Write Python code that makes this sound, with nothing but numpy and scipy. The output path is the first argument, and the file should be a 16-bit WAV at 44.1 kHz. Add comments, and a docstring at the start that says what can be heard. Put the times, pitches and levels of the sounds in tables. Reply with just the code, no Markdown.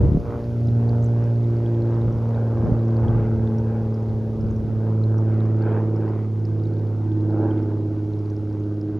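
"""A six-cylinder aerobatic plane climbs away high overhead, heard from the ground in the open air.
Its firings make a slowly sinking drone whose harmonics swell and fade in the moving air; the uneven
cylinders lope, and the cracks and puffs of the exhaust come down in rasping surges.
Gusts buffet the stereo microphone, mostly in the first half. Tiny drip-like ticks and one brief
twitter sound over a faint outdoor hiss."""
import sys
import numpy as np
from scipy import signal
from scipy.fft import rfft, irfft, next_fast_len
from scipy.io import wavfile

SR = 44100
rng = np.random.default_rng(int(sys.argv[2]) if len(sys.argv) > 2 else 0)


def int16_out(signal):
    """Quantize to a 16-bit WAV file."""
    q = np.round(np.clip(np.atleast_2d(signal).T, -1, 1) * 32767)
    wavfile.write(sys.argv[1], SR, q.astype(np.int16))


N = 396459
CYLINDERS = 6


def plane(loud_cylinder=5, bark_above_db=8, edge_below_db=11, edge_surge_share=0.95):
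    """The plane, far overhead: drone, lope and rasp follow one crankshaft and share the same surges."""
    # Each row: time in seconds, firings per second.
    firing_rate = [(0.0, 117.43), (0.6, 116.84), (1.5, 115.83), (1.8, 115.16), (2.4, 113.71), (3.0, 113.24),
                   (3.3, 112.15), (3.6, 111.89), (4.2, 110.34), (4.79, 109.48), (5.39, 109.47),
                   (5.99, 108.23), (6.59, 106.83), (7.49, 105.32), (7.79, 104.43), (8.39, 104.03),
                   (8.99, 103.37)]
    # Each row: time in seconds, then base levels in dB of the rasp, the bank lines and the cycle lines.
    exhaust_levels = [(0, -59, -46, -56.5), (1.1, -63, -45, -55), (2.5, -55.5, -45, -46.5),
                      (3.5, -55.5, -46, -48), (4.4, -59, -50, -46), (5.3, -55.5, -46, -45.5),
                      (5.9, -60.5, -44.5, -43.5), (6.35, -59.5, -47, -49), (6.75, -62, -45, -44.5),
                      (7.05, -59, -44.5, -43), (7.4, -59, -45.5, -41.5), (8.3, -60.5, -52, -47.5),
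                      (8.99, -59, -50.5, -44.5)]
    # Each row: time in seconds, view of the plane (-1 early in the climb, 0 from below, 1 from behind).
    viewpoint = [(1.0, -1), (1.8, -.4), (2.6, -0.21), (3.8, 0.1), (5.2, 0.74), (6.6, 0.94)]
    # Each row: time in seconds, left minus right level in dB.
    pan = [(0, -.3), (1, -1.1), (2.5, -.4), (3.8, -.3), (5, -1.3), (6.6, -1.8), (9, -1.4)]
    firings = np.cumsum(in_time(firing_rate)[0]) / SR - loud_cylinder
    rasp_db, bank_db, cycle_db = in_time(exhaust_levels)
    tail_on, = in_time(viewpoint)
    lift_db, bright_db = surges()
    tones = drone(firings, harmonic_levels(lift_db)) + lope(firings, bank_db, cycle_db, tail_on, lift_db)
    body_db = rasp_db + lift_db
    bark_db = body_db + bark_above_db - bright_db
    edge_db = rasp_db - edge_below_db + edge_surge_share * lift_db + bright_db
    exhaust = rasp(firings, bark_db, body_db, edge_db, crack_db=-5.5 - 0.5 * tail_on)
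    return hollow(tones + exhaust) * from_db(in_time(pan)[0] * [[.5], [-.5]])


def drone(firings, levels_db, shimmer_db=0.43, smear_rad=0.07):
    """Exhaust and propeller harmonics line up in one dip per firing; turbulence shakes high ones more."""
    out = 0
    for k, level_db in enumerate(levels_db, 1):
        gain = from_db(level_db + shimmer_db * k * drift(4.1))
        out = out - gain * np.cos(k * (2 * np.pi * firings + smear_rad * drift(4.4)))
    return out


def harmonic_levels(lift_db):
    """The three lowest harmonics fade each in its own way; the next three surge and dull with distance."""
    # Each row of these four: time in seconds, level in dB.
    first = [(0, -58), (.25, -34.5), (.68, -15.5), (2.35, -18.5), (3.05, -16.5), (4.4, -23), (5.08, -16),
             (5.55, -16.5), (6.25, -21), (7.4, -19), (7.7, -21.5), (8.55, -24), (8.99, -25.5)]
    second = [(.3, -36), (.8, -24.5), (1.35, -30.5), (2.6, -27.5), (3.5, -24), (4.399, -28), (5.7, -27),
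              (6.9, -38.5), (7.4, -31), (7.8, -39), (8.99, -36)]
    third = [(0, -37.5), (1.301, -35.5), (1.75, -24.5), (2.1, -30), (2.32, -48.5), (2.561, -31.5),
             (2.85, -29), (3.601, -32), (3.899, -38), (4.7, -38.5), (5.1, -31.5), (6.0, -29), (6.33, -37.5),
             (6.701, -33.5), (6.9, -37), (7.1, -25.5), (7.45, -23), (7.748, -30), (8.99, -28.5)]
    upper_base = [(0, -41.5), (2.698, -42), (3.6, -60.5), (5.0, -37), (5.85, -43.5), (6.349, -52),
                  (7.0, -47.5), (7.4, -41), (8.99, -36)]
    # Harmonics 4 to 6. Each row: offset in dB, dB lost per second, share of a surge's lift.
    upper_harmonics = [(-0.5, 0.1, 0.84), (0, 2, 0.47), (-7, 2.3, 0.49)]
    *lows_db, base_db = [in_time(curve)[0] for curve in (first, second, third, upper_base)]
    seconds = np.arange(N) / SR
    uppers_db = [base_db + db - loss * seconds + share * lift_db for db, loss, share in upper_harmonics]
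    return lows_db + uppers_db


def lope(firings, bank_db, cycle_db, tail_on, lift_db, surge_share=0.29, shimmer_db=2, centre=20):
    """The two banks differ and one cylinder barks louder; from behind, their lines gather into a throb."""
    # Each row: multiple of the six-firing cycle, then its offset in dB early, from below and from behind.
    lines = [(8, 9, 5, -.5), (9, 5.5, 2, 8.5), (10, 11, -0.5, -7.5), (11, 0, -3, -5.5), (13, 3, -4.5, -7),
             (14, 9, -5, 7), (15, 2.5, 3.5, -1), (16, 3, 0, -4), (17, -1.5, -4.5, -0.5), (19, 3, 0.5, 8.5),
             (20, 7, 0, -1), (21, 4.5, -0.5, 2.5), (22, -2.5, -6.5, -4.5), (23, -4, 10.5, 2.5),
             (25, -8.5, 4.5, 0.5), (26, -4, -2, -8), (27, -7.5, 3.5, -3.5), (28, -1.5, -8.5, -12),
             (29, 0.5, 2, -4.5), (31, -9, -0.5, -6.5), (32, -6, -3.5, -8.5), (33, -18.5, -17, -16),
             (34, -6.5, -10.5, -16.5), (35, -10, -9, -17.5), (37, -12, -9, -12), (38, -15, -11.5, -15),
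             (39, -21, -13.5, -12.5), (40, -10, -11.5, -17.5), (41, -8.5, -13, -21.5),
             (42, -16, -12.5, -12.5), (43, -9.5, -13.5, -16.5), (44, -11, -4.5, -18.5),
             (45, -25, -16.5, -23), (46, -14, -13, -22.5), (48, -21, -20, -18), (50, -13.5, -10.5, -14),
             (54, -28.5, -20.5, -20), (56, -17, -16, -20)]
    # How far the lines are out of step. Each row: time in seconds, scale of the scatter in radians.
    phase_scatter = [(0, 2.4), (4.6, 2.4), (5.6, 1.7), (6.1, 1.8), (6.5, 2.2), (7.0, 2.2), (7.4, 2),
                     (8, 1.6), (9, 1.6)]
    out, scatter = 0, in_time(phase_scatter)[0]
    early, behind = np.clip(-tail_on, 0, 1), np.clip(tail_on, 0, 1)
    blur_rad = .13 + .2 * behind   # the air makes the lines wander, the high ones most
    for order, early_db, below_db, behind_db in lines:
        family_db = bank_db if order % (CYLINDERS / 2) == 0 else cycle_db
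        angle_db = below_db + (early_db - below_db) * early + (behind_db - below_db) * behind
        air_db = surge_share * order / centre * lift_db + shimmer_db * drift(3)
        sweep = 0.0153 * (order - centre) ** 2   # spreads each throb out in time
        lead = sweep + scatter * rng.uniform(-1.31, 1) + blur_rad * order / centre * drift(5.4)
        phase = 2 * np.pi * order / CYLINDERS * firings + lead
        out = out - from_db(family_db + angle_db + air_db) * np.cos(phase)
    return out


def rasp(firings, bark_db, body_db, edge_db, crack_db, sharpness=0.255, flicker_db=1.16):
    """Each firing lets a sharp crack and a puff of fresh turbulence out of the exhaust."""
    # Low, middle and high bands of the rasp. Each row: frequency in Hz, relative level in dB.
    bark_colour = [(200, -6), (400, 0), (560, 2), (660, -5), (850, -3.5), (1030, -11), (1300, -29)]
    body_colour = [(750, -23), (980, -4.5), (1250, 1), (1600, -1.5), (1780, -19), (2300, -33)]
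    edge_colour = [(1400, -22), (1800, 3.5), (2100, 0.5), (2600, -5), (3200, -11.5), (4500, -33.5)]
    puffs = rms_one(np.exp(sharpness * np.cos(2 * np.pi * firings)))
    fronts = from_db(crack_db) * cracks(firings)
    exhaust = fronts + puffs * stereo_noise(side_db=-8.5)
    bark = from_db(bark_db) * coloured(exhaust, bark_colour)
    body = from_db(body_db) * coloured(exhaust, body_colour)
    edge = from_db(edge_db) * coloured(fronts + np.sqrt(puffs) * stereo_noise(side_db=-11), edge_colour)
    return second_path(bark + body + edge) * from_db(flicker_db * drift(6.1))


def cracks(firings, uneven_db=5, jitter_db=1.5, stagger_s=.0004, jitter_s=.00006):
    """One sharp front per firing; each cylinder has its own timing and slowly changing strength."""
    onsets, out = np.flatnonzero(np.diff(np.floor(firings))), np.zeros(N)
    strengths = from_db(uneven_db * np.array([drift(0.99) for _ in range(CYLINDERS)]))
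    for cylinder, strength in enumerate(strengths / np.linalg.norm(strengths, axis=0)):
        due = onsets[cylinder::CYLINDERS]
        late_s = stagger_s * rng.standard_normal() + jitter_s * rng.standard_normal(len(due))
        at = np.clip(due + (late_s * SR).astype(int), 0, N - 1)
        out[at] = strength[due] * from_db(jitter_db * rng.standard_normal(len(due)))
    return rms_one(out)


def surges():
    """Moving air lets the engine through to the ground in bell-shaped surges of level and brightness."""
    # Each row: peak time in seconds, half width in seconds, lift in dB, brightness in dB.
    swells = [(.02, 0.085, 8.5, 0.5), (0.329, 0.13, 10, 0), (0.95, 0.19, 10, -1.5), (1.245, 0.11, 10, 2.5),
              (1.601, 0.16, 6, 4), (1.931, 0.18, 7.5, -2), (2.358, 0.18, 6, -1.5), (2.661, 0.15, 6.5, -2),
              (3.06, 0.15, 8, -2.5), (3.24, 0.077, 6, 2), (3.55, 0.13, 3, -2.5), (3.75, 0.088, 5, 0.5),
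              (4.03, 0.14, 2, -1.5), (4.87, 0.072, 4, -2.5), (5.15, 0.1, 0, -8), (5.391, 0.18, 5.5, 2.5),
              (5.72, 0.11, 15.5, 1), (6.05, 0.2, 10.5, 0.5), (6.21, 0.073, 2, 5), (6.78, 0.1, 4, 0),
              (7.41, 0.22, 6, -4), (7.455, 0.098, 6, -2.5), (7.58, 0.079, 2, 7), (7.76, 0.13, 2.5, -3.5)]
    seconds, lift_db, bright_db = np.arange(N) / SR, 0, 0
    for s, width_s, peak_db, tilt_db in swells:
        bell = np.exp(-np.minimum(((seconds - s) / width_s) ** 2, 20))
        lift_db, bright_db = lift_db + peak_db * bell, bright_db + tilt_db * bell
    return lift_db, bright_db


def second_path(x, lag_s=0.001286, strength=0.35):
    """Moving air bends part of the sound along a longer path; the wandering lag makes it phasey."""
    late = np.arange(N) - SR * lag_s * np.exp(.3 * drift(1.5))
    echo = np.array([np.interp(late, np.arange(N), channel) for channel in x])
    return (x + strength * echo) / np.hypot(1, strength)


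def hollow(x, half_width_octaves=0.36):
    """Two paths through the air cancel at the microphone: a broad notch glides through the drone."""
    # Each row: time in seconds, centre in Hz, depth in dB (negative lifts).
    notch = [(6.15, 700, -1), (6.4, 593, 3), (6.6, 448, -1.5), (6.8, 268, 0), (6.95, 340, 5.5),
             (7.06, 475, 8), (7.2, 640, 5.5), (7.32, 780, -0.5)]
    hz, seconds, frames = signal.stft(x, SR, nperseg=2048)
    s, notch_hz, depth_db = np.transpose(notch)
    away = np.log2((hz[:, None] + 1) / np.interp(seconds, s, notch_hz)) / half_width_octaves
    gain = from_db(-np.interp(seconds, s, depth_db) * np.exp(-away ** 2))
    return signal.istft(frames * gain, SR)[1][:, :N]


def wind(rumble_db=1, flutter_db=-4):
    """Wind right on the microphone: a deep rumble and a brighter flutter both follow the gusts."""
    # Each row of both: frequency in Hz, relative level in dB.
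    rumble_colour = [(15, -44), (28, -25.5), (42, -12.5), (60, -6), (90, -2.5), (130, -8), (200, -28.5),
                     (400, -37), (1000, -53)]
    flutter_colour = [(60, -18), (120, 13.5), (200, -3.5), (300, -1), (500, -6.5), (900, -35.5),
                      (2000, -51)]
    gust_db = gust_level()
    rumble = from_db(gust_db + rumble_db) * coloured(stereo_noise(side_db=-18.5), rumble_colour)
    flutter = from_db(gust_db + flutter_db) * coloured(stereo_noise(side_db=-6), flutter_colour)
    return rumble + flutter


def gust_level(attack_s=0.078):
    """Gusts rise and die away over a slackening breeze; their powers add to one level in dB."""
    # Each row: time in seconds, level in dB.
    breeze = [(0, -33), (1.2, -38.5), (3.5, -42), (3.95, -44), (8.99, -44)]
    # Each row: peak time in seconds, peak level in dB, release in seconds.
    gusts = [(0.047, -15, 0.042), (.125, -21, 0.09), (0.171, -23, 0.018), (.69, -30.5, 0.095),
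             (0.931, -30, 0.069), (1.85, -34.5, .08), (2.06, -29, 0.22), (2.68, -20.5, 0.066),
             (3.091, -23.5, 0.1), (3.21, -28, 0.043), (3.35, -28.5, 0.29), (3.831, -34, 0.042),
             (4.12, -31, 0.21), (4.44, -27.5, 0.13), (4.661, -27, 0.1)]
    seconds, power = np.arange(N) / SR, from_db(in_time(breeze)[0]) ** 2
    for s, peak_db, release_s in gusts:
        fall = np.maximum((s - seconds) / attack_s, (seconds - s) / release_s)
        power = power + (from_db(peak_db) * np.exp(-np.minimum(fall, 20))) ** 2
    return 10 * np.log10(power)


def buffets(swell_s=0.0023, trim_db=-6):
    """Single eddies thump the microphone, each pushing and pulling for a cycle or two."""
    # Each row: start in seconds, level in dB before the trim, frequency in Hz.
    eddies = [(0.01, 0, 120), (0.048, -4.5, 105), (0.09, 0.5, 89), (0.119, -5, 122), (0.147, 2, 112),
              (0.171, 2.5, 150), (0.685, -7, 116), (1.822, -15, 105), (2.078, -6.5, 75), (2.145, -10.5, 55),
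              (2.636, -3, 141), (2.694, -2, 208), (2.719, 2.5, 84), (3.064, -5, 80.7), (3.092, -0.5, 67),
              (3.16, -3.5, 110), (3.196, -2, 70), (3.245, -5, 85), (3.391, -14, 85), (4.386, -12, 85),
              (4.443, -7, 83.5), (4.534, -9, 107), (4.598, -13, 105), (4.692, -19, 91.5)]
    out = np.zeros(N)
    for (s, db, hz), phase in zip(eddies, rng.random(len(eddies))):
        at = int(s * SR)
        t = np.arange(min(SR // 10, N - at)) / SR
        swell = (t / swell_s * np.exp(1 - t / swell_s)) ** 2
        out[at:at + len(t)] += from_db(db + trim_db) * swell * np.sin(2 * np.pi * (hz * t + phase))
    return out


def ticks(click_count=110):
    """Small sounds around the microphone: drip-like ticks, many faint dry clicks and one high twitter."""
    # Each row of both: time in seconds, pitch in Hz, level in dB before the trim.
    clear_ticks = [(.44, 4400, -66), (.672, 4960, -65), (0.686, 3800, -61.5), (0.893, 4480, -58.5),
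                   (1.24, 5280, -66), (1.661, 3240, -61), (1.747, 3270, -62), (1.822, 4130, -63),
                   (2.015, 3800, -63), (2.347, 3730, -61.5), (2.792, 3880, -67), (2.967, 4470, -64),
                   (3.082, 3230, -58), (3.474, 3620, -61), (3.584, 5600, -62), (3.943, 5170, -65),
                   (4.41, 5200, -66), (4.509, 6300, -67), (4.563, 5600, -67), (5.038, 4100, -58.5),
                   (5.182, 5400, -65), (5.405, 3670, -59), (5.622, 4300, -63.5), (5.963, 5100, -61.5),
                   (6.397, 5400, -69), (6.452, 5000, -60.5), (6.638, 4470, -62), (6.655, 3820, -65),
                   (7.118, 3500, -64), (7.509, 3020, -61), (7.578, 3400, -66.5), (8.302, 6000, -68),
                   (8.365, 4900, -65), (8.813, 5200, -62)]
    twitter_notes = [(1.027, 6250, -45), (1.037, 6200, -47), (1.044, 7230, -41), (1.061, 6000, -45)]
    faint_clicks = [(.1 + 8.8 * when, 3200 * 2 ** (.9 * pitch), -68.5 + 7.5 * size)
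                    for when, pitch, size in rng.random((click_count, 3))]
    drips = chirps(clear_ticks, swell_s=0.0006, rise=0.032, trim_db=13.5, rough=.25)
    clicks = chirps(faint_clicks, swell_s=0.00018, rise=0, trim_db=11.5, rough=.25)
    twitter = chirps(twitter_notes, swell_s=0.0013, rise=0.076, trim_db=-7.5, rough=.17)
    return drips + clicks + twitter


def chirps(rows, swell_s, rise, trim_db, rough):
    """Tiny rings of uneven length swell and die; rise glides their pitch up and rough unsteadies it."""
    out = np.zeros(N)
    for (s, hz, db), stretch in zip(rows, np.exp(rng.uniform(-0.4, 1, len(rows)))):
        at = int((s - swell_s) * SR)
        age = np.arange(min(SR // 20, N - at)) / SR / (swell_s * stretch)
        jitter = rough * rng.standard_normal(SR // 20)[:len(age)]
        pitch_hz = hz * (1 + rise * np.tanh(age / 2 - .5) + jitter)
        swell = from_db(db + trim_db) * age * np.exp(1 - age)
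        out[at:at + len(age)] += swell * np.sin(2 * np.pi * np.cumsum(pitch_hz) / SR)
    return out


def air(trim_db=10):
    """The faint, even hiss of the open air behind everything."""
    # Each row: frequency in Hz, relative level in dB.
    hiss_colour = [(40, 5), (150, 7.5), (400, 23), (700, 17), (1200, -1), (2000, 5.5), (3500, 2.5),
                   (5200, 1), (7000, -3.5), (8500, -8), (10500, -7), (12500, -11), (15500, -14.5)]
    # Each row: time in seconds, level in dB before the trim.
    hiss_level = [(0.0, -63.5), (5.06, -67), (5.57, -67.5), (7.26, -67.5), (8.33, -67.5), (8.9, -69)]
    return from_db(in_time(hiss_level)[0] + trim_db) * coloured(stereo_noise(side_db=-30.5), hiss_colour)


def from_db(db):
    """Decibels to gain."""
    return np.exp(np.asarray(db) * np.log(10) / 20)


def rms_one(x):
    """Scale to unit power."""
    return x / np.sqrt(np.mean(x ** 2) + 1e-20)


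def in_time(rows):
    """Each column after the time column, at every sample."""
    s, *columns = np.transpose(rows)
    return [np.interp(np.arange(N) / SR, s, column) for column in columns]


def drift(rate_hz):
    """A smooth random wander of spread 1 that changes about rate_hz times a second."""
    pole = np.exp(-200 * np.pi * rate_hz / SR)   # one step per 100 samples
    steps = rng.standard_normal(N // 100 + 1002)
    slow = signal.lfilter([1], [1, -2 * pole, pole * pole], steps)[1000:]
    return np.interp(np.arange(N) / 100, np.arange(len(slow)), rms_one(slow))


def coloured(x, spectrum):
    """Shape a steady sound by a spectrum that falls 20 dB an octave beyond its ends; unit power."""
    size = next_fast_len(N)
    hz, db = np.transpose(spectrum)
    octave, points = np.log2(np.arange(size // 2 + 1) * SR / size + 1), np.log2(hz)
    beyond = np.abs(octave - np.clip(octave, points[0], points[-1]))
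    gain = from_db(np.interp(octave, points, db) - 20 * beyond)
    return rms_one(irfft(rfft(x, size) * gain, size)[..., :N])


def stereo_noise(side_db):
    """White noise, mostly common to both channels."""
    mid, side = rng.standard_normal((2, N))
    return mid + from_db(side_db) * side * [[1], [-1]]


def scene(fade_s=.006):
    """Plane high above, wind at the microphone, small sounds around; a soft start and end."""
    from_end = np.minimum(np.arange(N), np.arange(N)[::-1])
    fade = np.sin(np.pi / 2 * np.minimum(from_end / (fade_s * SR), 1)) ** 2
    return (plane() + wind() + buffets() + ticks() + air()) * fade


def record(dry, low_cut_hz=37, high_cut_hz=15700):
    """The stereo microphone sheds the deepest rumble and the very top; its sides differ in treble phase."""
    # Each row: frequency in Hz, turns of phase by which the left lags the right.
    left_lag = [(0, 0), (6100, 0), (7300, .25), (8200, .5), (9300, .68), (10700, 1), (12800, 1),
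                (14200, 1.5)]
    size = next_fast_len(N + 2000)
    lag = np.interp(np.arange(size // 2 + 1) * SR / size, *np.transpose(left_lag))
    pair = irfft(rfft(dry, size) * np.exp(1j * np.pi * lag * [[-1], [1]]), size)[:, :N]
    pair = signal.sosfilt(signal.butter(3, low_cut_hz, "high", fs=SR, output="sos"), pair)
    return signal.sosfilt(signal.ellip(10, .2, 80, high_cut_hz, fs=SR, output="sos"), pair)


dry = scene()
out = record(dry)
int16_out(out)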